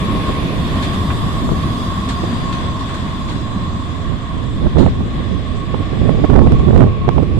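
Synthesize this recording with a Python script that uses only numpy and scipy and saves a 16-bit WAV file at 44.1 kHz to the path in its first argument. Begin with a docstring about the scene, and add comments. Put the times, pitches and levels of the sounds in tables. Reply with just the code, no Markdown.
"""A street where an electric light rail train rolls past and draws away, with two cars on the road.
The train is rumble, rolling noise and hiss, a resonant whine, the pulse buzz of its two power
choppers and soft knocks of the wheels over rail joints. Gusts buffet the two microphone ports
of a small camera, the right one hard enough to overload it."""
import sys
import numpy as np
from scipy import signal
from scipy.fft import rfft, irfft, next_fast_len
from scipy.io import wavfile
from scipy.ndimage import uniform_filter1d, map_coordinates

SR = 44100
rng = np.random.default_rng(int(sys.argv[2]) if len(sys.argv) > 2 else 0)


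def bounce(signal):
    """Save signal as a 16-bit WAV file at the path given by the first command-line argument."""
    frames = np.transpose(np.atleast_2d(signal))
    limited = np.clip(frames, -1, 1)
    pcm = np.round(limited * 32767).astype(np.int16)
    wavfile.write(sys.argv[1], SR, pcm)


N = 325896


def amp(db):
    """Decibels to gain."""
    return 10 ** (np.asarray(db) / 20)


def unit(x):
    """Scaled to rms 1."""
    return x / np.sqrt(np.mean(x ** 2) + 1e-20)


def panned(db):
    """Left and right gains for a pan given in dB of left over right."""
    return amp([db / 2, -db / 2])


def along(points, hz):
    """Interpolates (Hz, value) points on a log frequency axis."""
    freqs, values = np.transpose(points)
    return np.interp(np.log(hz + 1), np.log(freqs + 1), values)


def eq(points):
    """Frequency response through (Hz, dB) points."""
    return lambda hz: amp(along(points, hz))


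def peaks(modes):
    """Frequency response of summed (Hz, width in Hz, dB) resonances."""
    return lambda f: sum(amp(db) * f * w / np.abs(c * c - f * f + 1j * f * w) for c, w, db in modes)


def curves(rows):
    """One value per sample for each column after the time."""
    times, *columns = np.transpose(rows)
    return np.array([np.interp(np.arange(N) / SR, times, column) for column in columns])


def wobble(rate):
    """A smooth random curve, rate knots a second."""
    return map_coordinates(rng.standard_normal(int(N * rate / SR) + 4), [np.arange(N) * rate / SR])


def bump(t, half):
    """A flat-topped fade in and out around t = 0, down to 1/e at the half-length."""
    return np.exp(-(t / half) ** 4)


def filtered(x, response):
    """x shaped by a frequency response."""
    n = x.shape[-1]
    size = next_fast_len(n + 8192)
    return irfft(rfft(x, size) * response(np.fft.rfftfreq(size, 1 / SR)), size)[..., :n]


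def rush(response, patchy_db):
    """Coloured stereo noise of rms 1 with patches of random gain, narrow in the bass and wide above."""
    # Stereo image. Each row: frequency in Hz, left-right correlation.
    likeness = [(60, 0.87), (170, 1), (510, 0.76), (1470, 0.071), (4250, -0.026), (12300, -0.21)]
    spectra = signal.stft(rng.standard_normal((2, N)), nperseg=512)[2]
    patches = uniform_filter1d(rng.standard_normal(spectra.shape[1:]), size=6, axis=0)
    patches = uniform_filter1d(patches, size=12, axis=1)
    pair = signal.istft(spectra * amp(patchy_db * unit(patches)), nperseg=512)[1][:, :N]
    width = lambda hz: np.arccos(np.clip(along(likeness, hz), -1, 1)) / 2
    mid, side = filtered(pair, lambda hz: response(hz) * [np.cos(width(hz)), np.sin(width(hz))])
    return unit(np.array([mid + side, mid - side]))


def cars():
    """Tyres on asphalt, one car leaving at the start and another passing late."""
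    # Traffic fader. Each row: time in seconds, level in dB.
    fader = [(0, -30.5), (.5, -28.5), (1.2, -67), (3.5, -70), (4.6, -46), (5.5, -39), (6.3, -34.5),
             (7.39, -34.5)]
    # Tyre tone. Each row: frequency in Hz, relative level in dB.
    tone = [(150, -46), (350, 3.5), (600, -5.5), (900, -16), (1500, -23.5), (2400, -11.5), (3000, -18.5),
            (5600, -36.5), (8000, -55), (12000, -94)]
    return amp(curves(fader)[0]) * rush(eq(tone), patchy_db=-1.0)


def flap_envelopes():
    """Small eddies hit a port: each gives a flap, a wider surge of air and a brief flick of speed."""
    # Each row: centre in seconds, port (0 left, 1 right), level in dB, half-length in milliseconds.
    hits = [(0.292, 0, -15, 20), (0.44, 1, -15, 6.8), (1.438, 1, -14.5, 9.6), (1.464, 1, -17, 15),
            (1.489, 0, -12, 6.2), (1.519, 0, -6.5, 3.2), (1.533, 0, -9.5, 2.2), (2.24, 1, -13, 11),
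            (3.361, 1, -14, 7.8), (4.668, 1, -7, 6.9), (4.758, 1, -13, 2.92), (4.77, 1, -17.5, 2.25),
            (4.785, 1, -13, 3), (4.797, 1, -11, 3.1), (4.815, 1, -13, 3.14), (4.833, 1, -13, 3.5),
            (4.864, 1, -7.5, 5.2), (4.877, 1, -11, 3.3), (4.884, 1, -9.5, 2.9), (5.007, 1, -13.5, 6.14),
            (5.204, 1, -16.5, 8.1), (5.746, 1, -9, 6.06), (5.807, 1, -12.5, 7), (5.923, 1, -12, 4.45),
            (5.934, 1, -12, 4.3), (6.017, 1, -9, 4.85), (6.059, 1, -13, 8.9), (6.094, 1, -5, 4.8),
            (6.192, 1, -15.5, 17.2), (6.246, 1, -4.5, 9.8), (6.3, 1, -2.5, 6.36), (6.342, 1, -6, 6.2),
            (6.361, 1, -3, 9.1), (6.376, 1, -2, 7.05), (6.391, 1, -4.5, 7.14), (6.419, 1, -7, 4.7),
            (6.423, 0, -18, 13), (6.472, 1, -7.5, 11), (6.518, 1, -11, 18.2), (6.549, 1, -11, 5.36),
            (6.602, 1, -9.5, 6.75), (6.637, 1, -15, 11.2), (6.679, 1, -7.5, 15.4), (6.708, 1, -6, 5),
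            (6.735, 1, -10, 6.9), (6.752, 1, -6.5, 4), (6.762, 1, -4, 5.04), (6.779, 1, -4, 5.94),
            (6.808, 1, -1.5, 4.88), (6.82, 1, -5, 2.8), (6.83, 1, -2.5, 6.03), (6.84, 1, -4, 3.5),
            (6.87, 1, -13, 4.35), (7.081, 1, -6, 4.13), (7.091, 1, -2, 4.93), (7.184, 1, -11, 27.7),
            (7.232, 1, -7.5, 9.7)]
    surge_db, surge_s, flick_db, flick_s = -9, .012, 5, .0012
    pad = 4096
    t = np.arange(-pad, pad) / SR
    flaps, surge_power, flicks = np.zeros((3, 2, N + 2 * pad))
    for centre, port, db, half_ms in hits:
        span = np.s_[round(port), round(centre * SR):round(centre * SR) + len(t)]
        flaps[span] += amp(db) * bump(1000 * t, half_ms)
        surge_power[span] += amp(db + surge_db) ** 2 * np.exp(-(t / surge_s) ** 2)
        flicks[span] += flick_db * np.exp(-(t / flick_s) ** 2)
    return [envelope[:, pad:N + pad] for envelope in (flaps, surge_power, flicks)]


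def flutter(flaps, flicks):
    """Bright flaps: a flat-topped pressure swing that lurches in speed, quickest in mid-flap."""
    # Crackle tone. Each row: frequency in Hz, relative level in dB.
    tone = [(300, -15), (700, 12.5), (1000, -9), (1800, -17), (2800, -26), (5000, -41), (9000, -100)]
    base_hz, fastest_hz = 210.2, 1200
    speed = amp([3 * wobble(120) + 3.5 * wobble(600) + 4 * flap + flick
                 for flap, flick in zip(flaps, flicks)])
    phase = 2 * np.pi * np.cumsum(np.minimum(base_hz * speed, fastest_hz), axis=1) / SR
    swing = flaps * np.tanh(1.46 * np.sin(phase))
    crackle = unit(filtered(rng.standard_normal((2, N)), eq(tone)))
    return swing + amp(-11.5) * flaps ** 2 * crackle  # only the hardest flaps break up into noise


def buffeting(db):
    """Low eddies at one port; faster air is louder and carries them by more quickly."""
    # Eddy tone at normal speed. 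Each row: frequency in Hz, relative level in dB.
    tone = [(12, -6), (30, -3), (60, 1), (100, 1), (180, -4.5), (300, -14), (500, -26), (900, -44.5),
            (2000, -93), (6000, -110)]
    lumps_db = 1.1 * wobble(25)
    speed = np.clip(amp(.2 * (db + 15) + .4 * lumps_db + 1.2 * wobble(40)), .3, 2)
    position = np.cumsum(speed)
    eddies = unit(filtered(rng.standard_normal(round(position[-1]) + 8), eq(tone)))
    passing = map_coordinates(eddies, [position], order=1)
    return amp(db) * unit(amp(lumps_db) * np.tanh(1.2 * passing))  # wide swings even out


def wind():
    """Gusts flap and buffet each port on its own, with sharp snaps on the right."""
    # Steady push of the air. Each row: time in seconds, left level in dB, right level in dB.
    push = [(0, -28, -20.5), (.45, -27, -17), (1.05, -23, -27), (1.25, -19, -20), (2, -28, -26),
            (2.5, -22, -22), (2.9, -30, -24), (3.5, -27, -20), (3.85, -29.5, -23), (4.1, -29, -17),
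            (4.28, -27, -28), (4.38, -24, -15.5), (4.6, -22, -17), (4.655, -16, -14), (4.67, -12.5, -7),
            (4.685, -15, -21.5), (4.745, -19, -19), (4.757, -23.5, -5.5), (4.815, -21, -5.5),
            (4.835, -19, -9), (4.88, -18, -8.5), (4.892, -14, -21), (4.97, -20.5, -18), (5.06, -16, -18),
            (5.3, -29, -15), (5.65, -26, -17), (5.93, -27, -15), (6.02, -15.5, -11), (6.12, -22, -9.5),
            (6.21, -17, -13), (6.245, -20, -4), (6.265, -22.5, -17), (6.285, -23, -15), (6.295, -23.5, -3),
            (6.4, -18, -5), (6.48, -10, -4), (6.495, -11, -15), (6.515, -12.5, -15), (6.525, -12, -4),
            (6.55, -15, -7), (6.565, -14.5, -15), (6.59, -15, -14), (6.6, -14.5, -5.5), (6.615, -14, -13),
            (6.66, -14, -12), (6.69, -14, -5), (6.715, -15, -11), (6.74, -15, -5), (6.8, -15, -6),
            (6.84, -15, -6), (6.87, -14, -7), (6.92, -18, -11), (6.97, -23.5, -17), (7.05, -12, -17.5),
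            (7.13, -17.5, -13.5), (7.2, -19, -10), (7.26, -20.5, -16), (7.39, -20, -9.5)]
    # Sudden pressure edges. Each row: start in seconds, level in dB.
    snaps = [(5.962, -14), (6.0671, -14), (6.0984, -12), (6.2385, -27), (6.251, -4), (6.299, -11),
             (6.306, -4), (6.317, -16.5), (6.3298, -14), (6.341, -7.5), (6.362, -3), (6.3761, -15),
             (6.3814, -16), (6.4692, -19), (6.484, -17), (6.5217, 1), (6.5341, -9), (6.597, -7),
             (6.6759, -13), (6.6965, -18), (6.746, -12), (6.7546, -12), (6.7615, -8), (6.7707, -16),
             (6.7786, 0), (6.789, -14), (6.8081, -10), (6.8131, -9), (6.8206, -16), (6.8279, -2),
             (6.832, -5), (6.84, -9), (6.869, -17), (7.0823, -16), (7.09, 1), (7.221, -20), (7.2312, -10.5)]
    flaps, surge_power, flicks = flap_envelopes()
    pressure = flutter(flaps, flicks)
    for port, steady_db in enumerate(curves(push)):
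        gust_db = 10 * np.log10(amp(steady_db + 1.4 * wobble(11)) ** 2 + surge_power[port])
        pressure[port] += (1 + .9 * flaps[port]) * buffeting(gust_db)  # a flap rides a stronger push
    t = np.arange(400) / SR
    edge = (1 - np.exp(-t / .0001)) * np.exp(-t / .0012)
    for start, db in snaps:
        right = pressure[1, round(start * SR):][:len(t)]
        right -= np.sign(right[0]) * amp(db) * edge  # kicks against the swing
    return pressure


def knocks():
    """Wheels strike rail joints; the street smears the blows into short puffs that ring in the wheels."""
    # Each row: start in seconds, clack level in dB, thud level in dB, attack and 60 dB decay in seconds.
    blows = [(0.4898, -50, -47, .003, .23), (0.823, -29, -26, .003, 0.26), (0.9294, -36, -30, .003, .23),
             (1.1014, -46, -20, 0.0017, 0.082), (1.485, -51, -46, .003, .23),
             (2.0863, -27, -28, .003, 0.19), (2.5227, -33.5, -29, .003, .23), (2.7894, -36, -45, .006, 0.2),
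             (2.8868, -40.5, -32.5, .003, 0.26), (2.9394, -37, -35, 0.0028, 0.2),
             (3.2744, -34, -27, 0.016, 0.36), (4.779, -33, -27.5, 0.0055, 0.31)]
    # Tones of the bright clack and the duller thud. Each row: frequency in Hz, relative level in dB.
    clack_tone = [(1000, -46), (3000, 1.5), (4500, -4), (5500, -7), (6800, -5), (7800, -4.5), (10500, -14),
                  (13000, -30), (16000, -32)]
    thud_tone = [(300, -28), (700, 5.5), (1800, 5), (3500, -3), (5000, -35), (8000, -90)]
    # Wheel resonances. Each row: frequency in Hz, width in Hz, relative level in dB.
    wheel_modes = [(2590, 64, -5), (2750, 100, -8), (3800, 480, 8.5), (4250, 16, 14), (4200, 24, -7),
                   (4500, 11, -3), (4660, 19, 2), (5200, 87, -16), (5540, 98, -24), (7560, 230, -14)]
    clack_level, thud_level = np.zeros((2, N + SR))
    t = np.arange(SR // 4) / SR
    for start, clack_db, thud_db, attack, t60 in blows:
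        puff = amp(-60 * t / t60) * (1 - np.exp(-t / attack))
        clack_level[round(start * SR):][:len(t)] += amp(clack_db) * puff
        thud_level[round(start * SR):][:len(t)] += amp(thud_db) * puff
    clack = rush(lambda hz: eq(clack_tone)(hz) * (amp(-5) + peaks(wheel_modes)(hz)), patchy_db=1.2)
    thud = rush(eq(thud_tone), patchy_db=2.1)
    return clack_level[:N] * clack + thud_level[:N] * thud


def rumble(loss_db):
    """The low weight of the rolling train."""
    # Rumble tone. Each row: frequency in Hz, relative level in dB.
    tone = [(12, -51), (20, -12.5), (81, 3), (140, -1), (189, 0), (277, -2.5), (549, -24.5), (634, -17),
            (900, -29), (1170, -14), (1980, -120)]
    return amp(-19.5 - .94 * loss_db + .23 * wobble(4.4)) * rush(eq(tone), patchy_db=1.0)


def rolling(loss_db, shake):
    """Midrange roar of wheels on uneven rail."""
    # Rolling tone. Each row: frequency in Hz, relative level in dB.
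    tone = [(250, -1), (450, -4), (700, -0.5), (950, -17), (1400, -9), (1850, -4.5), (2300, -11),
            (2900, -10.5), (3230, -9.5), (3370, -4.5), (3560, -10), (3720, -12.5), (4200, -15.5),
            (7000, -97)]
    return amp(-30 - .81 * loss_db + 1.44 * shake) * rush(eq(tone), patchy_db=.83)


def hiss(loss_db, shake):
    """The train's flickering treble noise."""
    # Hiss tone. Each row: frequency in Hz, relative level in dB.
    tone = [(2500, -36), (3500, 2), (4350, -19.5), (4900, -10), (5400, -15), (6460, -19.5), (7720, -13.5),
            (8500, -21.5), (9100, -27.5), (10500, -27.5), (11300, -41.5), (11900, -40), (12700, -37),
            (13300, -39), (16000, -46)]
    return amp(-39.5 - .97 * loss_db + .2 * shake) * rush(eq(tone), patchy_db=2.6)


def whine(pan_db):
    """Narrow resonances near 1.1 kHz that drift, thin out with distance and at times firm into a tone."""
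    # Resonances close by and from afar. Each row: frequency in Hz, width in Hz, relative level in dB.
    near_modes = [(1081.5, 23, 5.5), (1037, 22, -5), (1112, 26, -2.5), (946, 54, -9.5)]
    far_modes = [(1085, 11.5, 1), (1123, 12, -4)]
    # Near-to-far crossfade. Each row: time in seconds, far share of the power.
    crossfade = [(0, 0), (4.6, .1), (5.5, .8), (7.39, .92)]
    # Pitch drift. Each row: time in seconds, percent sharp.
    glide = [(0, 0), (.3, -.6), (.7, -.8), (1.2, 1), (1.9, .8), (2.6, .5), (3.2, 0), (4, .5), (4.8, .3),
             (5.6, -.4), (6.3, .5), (7.39, 0)]
    # Clear tones. Each row: centre in seconds, pitch in Hz, peak in dB over the noise,
    # half-length in seconds.
    clear_tones = [(.2, 1080, 1, .13), (2.6, 1083, -1, .22), (5.65, 1097, -1, .2), (6.3, 1097, 0, .1),
                   (7.0, 1095, 1, .12)]
    # Whine fader. Each row: time in seconds, level in dB.
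    fader = [(0, -28), (.3, -29), (.57, -34.5), (.72, -30), (1.75, -29), (2.8, -29.5), (3.05, -33),
             (3.3, -32), (3.43, -34.5), (3.55, -31.5), (4.1, -33.5), (4.9, -37.5), (5.6, -35.5),
             (6.15, -35), (6.3, -30.5), (6.6, -33), (6.85, -35), (7.05, -32.5), (7.2, -37.5), (7.39, -35)]
    near, far = (rush(lambda hz: peaks(modes)(hz) / (1 + (hz / 2500) ** 4), patchy_db=-.4)
                 for modes in (near_modes, far_modes))
    far_share = curves(crossfade)[0]
    ring = np.sqrt(1 - far_share) * near + np.sqrt(far_share) * far
    position = np.cumsum(1 + curves(glide)[0] / 100)
    ring = np.array([map_coordinates(side, [position], mode='mirror') for side in ring])
    t = np.arange(N) / SR
    for centre, hz, db, half in clear_tones:
        phase = 2 * np.pi * np.cumsum(hz + 6 * wobble(12)) / SR
        ring += amp(db) * bump(t - centre, half) * np.sin(phase)
    return amp(curves(fader)[0] + .66 * wobble(9)) * panned(pan_db) * ring


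def chopper_pulses(pitch_hz):
    """Two power choppers, slightly out of tune: each pulse train gives a comb of harmonics."""
    # Each row: detuning in percent, relative level in dB.
    choppers = [(0, 0), (.36, -5)]
    comb, taps = np.zeros(N), np.arange(-8, 8)
    for detune, db in choppers:
        rate = pitch_hz * (1 + (detune + .035 * wobble(9)) / 100)
        turns = np.cumsum(rate) / SR
        onsets = np.flatnonzero(np.diff(np.floor(turns))) + 1
        late = turns[onsets] % 1 * SR / rate[onsets]  # part of a sample since the pulse
        pulses = np.sinc(taps + late[:, None]) * np.hanning(18)[1:-1]
        samples = np.clip(onsets[:, None] + taps, 0, N - 1)
        comb += amp(db) * np.bincount(samples.ravel(), pulses.ravel(), N)
    return comb


def chopper_buzz(loss_db):
    """The choppers' buzz dulls as the train fades; reflections make every harmonic fade on its own."""
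    # Chopper pitch. Each row: time in seconds, pulses per second.
    pulse_rate = [(0, 199.1), (.4, 198.8), (.9, 198.2), (1.5, 197.8), (2.2, 197.6), (4.4, 197.6),
                  (5.5, 197.85), (6.7, 198.3), (7.39, 198.4)]
    # Buzz tone. Each row: frequency in Hz, relative level in dB.
    tone = [(1500, -35), (3000, -7), (3500, 10), (4000, -1), (4300, 0.5), (4550, 2), (4750, 3.5),
            (4950, 0.5), (5300, -8.5), (5900, -6.5), (6400, -10.5), (6900, -2.5), (7200, -20), (7520, -11),
            (8500, -9.5), (9500, -15.5), (11250, -15.5), (11900, -25), (12600, -11.5), (13000, -12),
            (13300, -83)]
    # Single harmonics swell or dip. Each row: centre in seconds, harmonic number, gain in dB,
    # half-length in seconds.
    swells = [(0.971, 24, 4.5, .2), (0.77, 22, 4.5, .2), (1.15, 23, -2, 0.09), (3.5, 20, 11, 0.22),
              (1.8, 21, 2, 0.23), (2.1, 25, 4, 0.44), (2.1, 24, 5, 0.37), (2.7, 22, 5, 0.24),
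              (2.45, 23, 3, .25), (2.753, 24, 2, 0.27), (3.25, 20, 5, .2), (4.2, 38, 15, 0.98),
              (6, 24, 6.5, 0.49)]
    dulling = .085  # dB per kHz for each dB of level loss
    level = amp(-44 - .69 * loss_db + 1.6 * wobble(3.9))
    pitch_hz = curves(pulse_rate)[0]
    hz, t, spectra = signal.stft(chopper_pulses(pitch_hz), SR, nperseg=2048)
    frame_loss_db = np.interp(t, np.arange(N) / SR, loss_db)
    gain_db = along(tone, hz)[:, None] - dulling * np.outer(hz / 1000, frame_loss_db)
    for centre, harmonic, db, half in swells:
        band = np.abs(hz / pitch_hz.mean() - round(harmonic)) < .5
        gain_db += db * np.outer(band, bump(t - centre, half))
    reflections = uniform_filter1d(rng.standard_normal((2, *spectra.shape)), size=7, axis=1)
    reflections = unit(uniform_filter1d(reflections, size=14, axis=2))
    spectra = spectra * amp(gain_db + 2.2 * reflections) * np.exp(1.5j * reflections[::-1])
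    return level * unit(signal.istft(spectra, SR, nperseg=2048)[1][:, :N])


def train():
    """Rumble, rolling, whine, hiss and buzz draw away together; the air takes the top first."""
    # Each row: time in seconds, level loss in dB, whine pan and treble pan in dB. The train fades
    # with distance, then ducks briefly near 6.9 s as the camera's gain control dips.
    moves = [(0, 0, 4, -13.5), (.5, 0.5, -5.5, -9.5), (1, -0.5, -6.5, -8), (1.6, 0, -5, -6),
             (2.3, 1.5, -2.5, -3), (3, 3.5, -3.5, -1), (3.7, 5.5, -6, -1.5), (4.4, 7, -4.5, -4.5),
             (5.5, 7.5, -6.5, -3), (6.8, 8.5, -4.5, -3.5), (6.92, 13, -2.5, -7), (7.39, 10.5, -7, -7)]
    loss_db, whine_pan, treble_pan = curves(moves)
    shake = wobble(8)  # uneven rail shakes rolling and hiss together
    body = rumble(loss_db) + rolling(loss_db, shake) + whine(whine_pan)
    treble = panned(treble_pan) * (hiss(loss_db, shake) + chopper_buzz(loss_db))
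    top = filtered(treble, lambda hz: 1 / (1 + (9500 / (hz + 1)) ** 8))
    lost_top = (1 - amp(-.16 * loss_db)) * top
    return body + treble - lost_top


def scene():
    """The street as coloured by each port, with the wind on top."""
    # Port colouring. Each row: frequency in Hz, left over right in dB.
    port_balance = [(300, 0.5), (1300, 1), (1900, 2.5), (2500, -3.5), (3500, 4), (5000, 8.5), (7500, 13.5),
                    (8800, 11.5), (10000, -9.5), (11500, -16.5), (12600, -1)]
    street = train() + knocks() + cars()
    return filtered(street, lambda hz: panned(along(port_balance, hz))) + wind()


def record(dry):
    """The converter overloads at full scale with a small knee; the band ends at 15.8 kHz."""
    limited = dry / (1 + np.abs(dry) ** 11) ** (1 / 11)
    return np.clip(filtered(limited, lambda hz: hz < 15800), -1, 1)


dry = scene()
out = record(dry)
bounce(out)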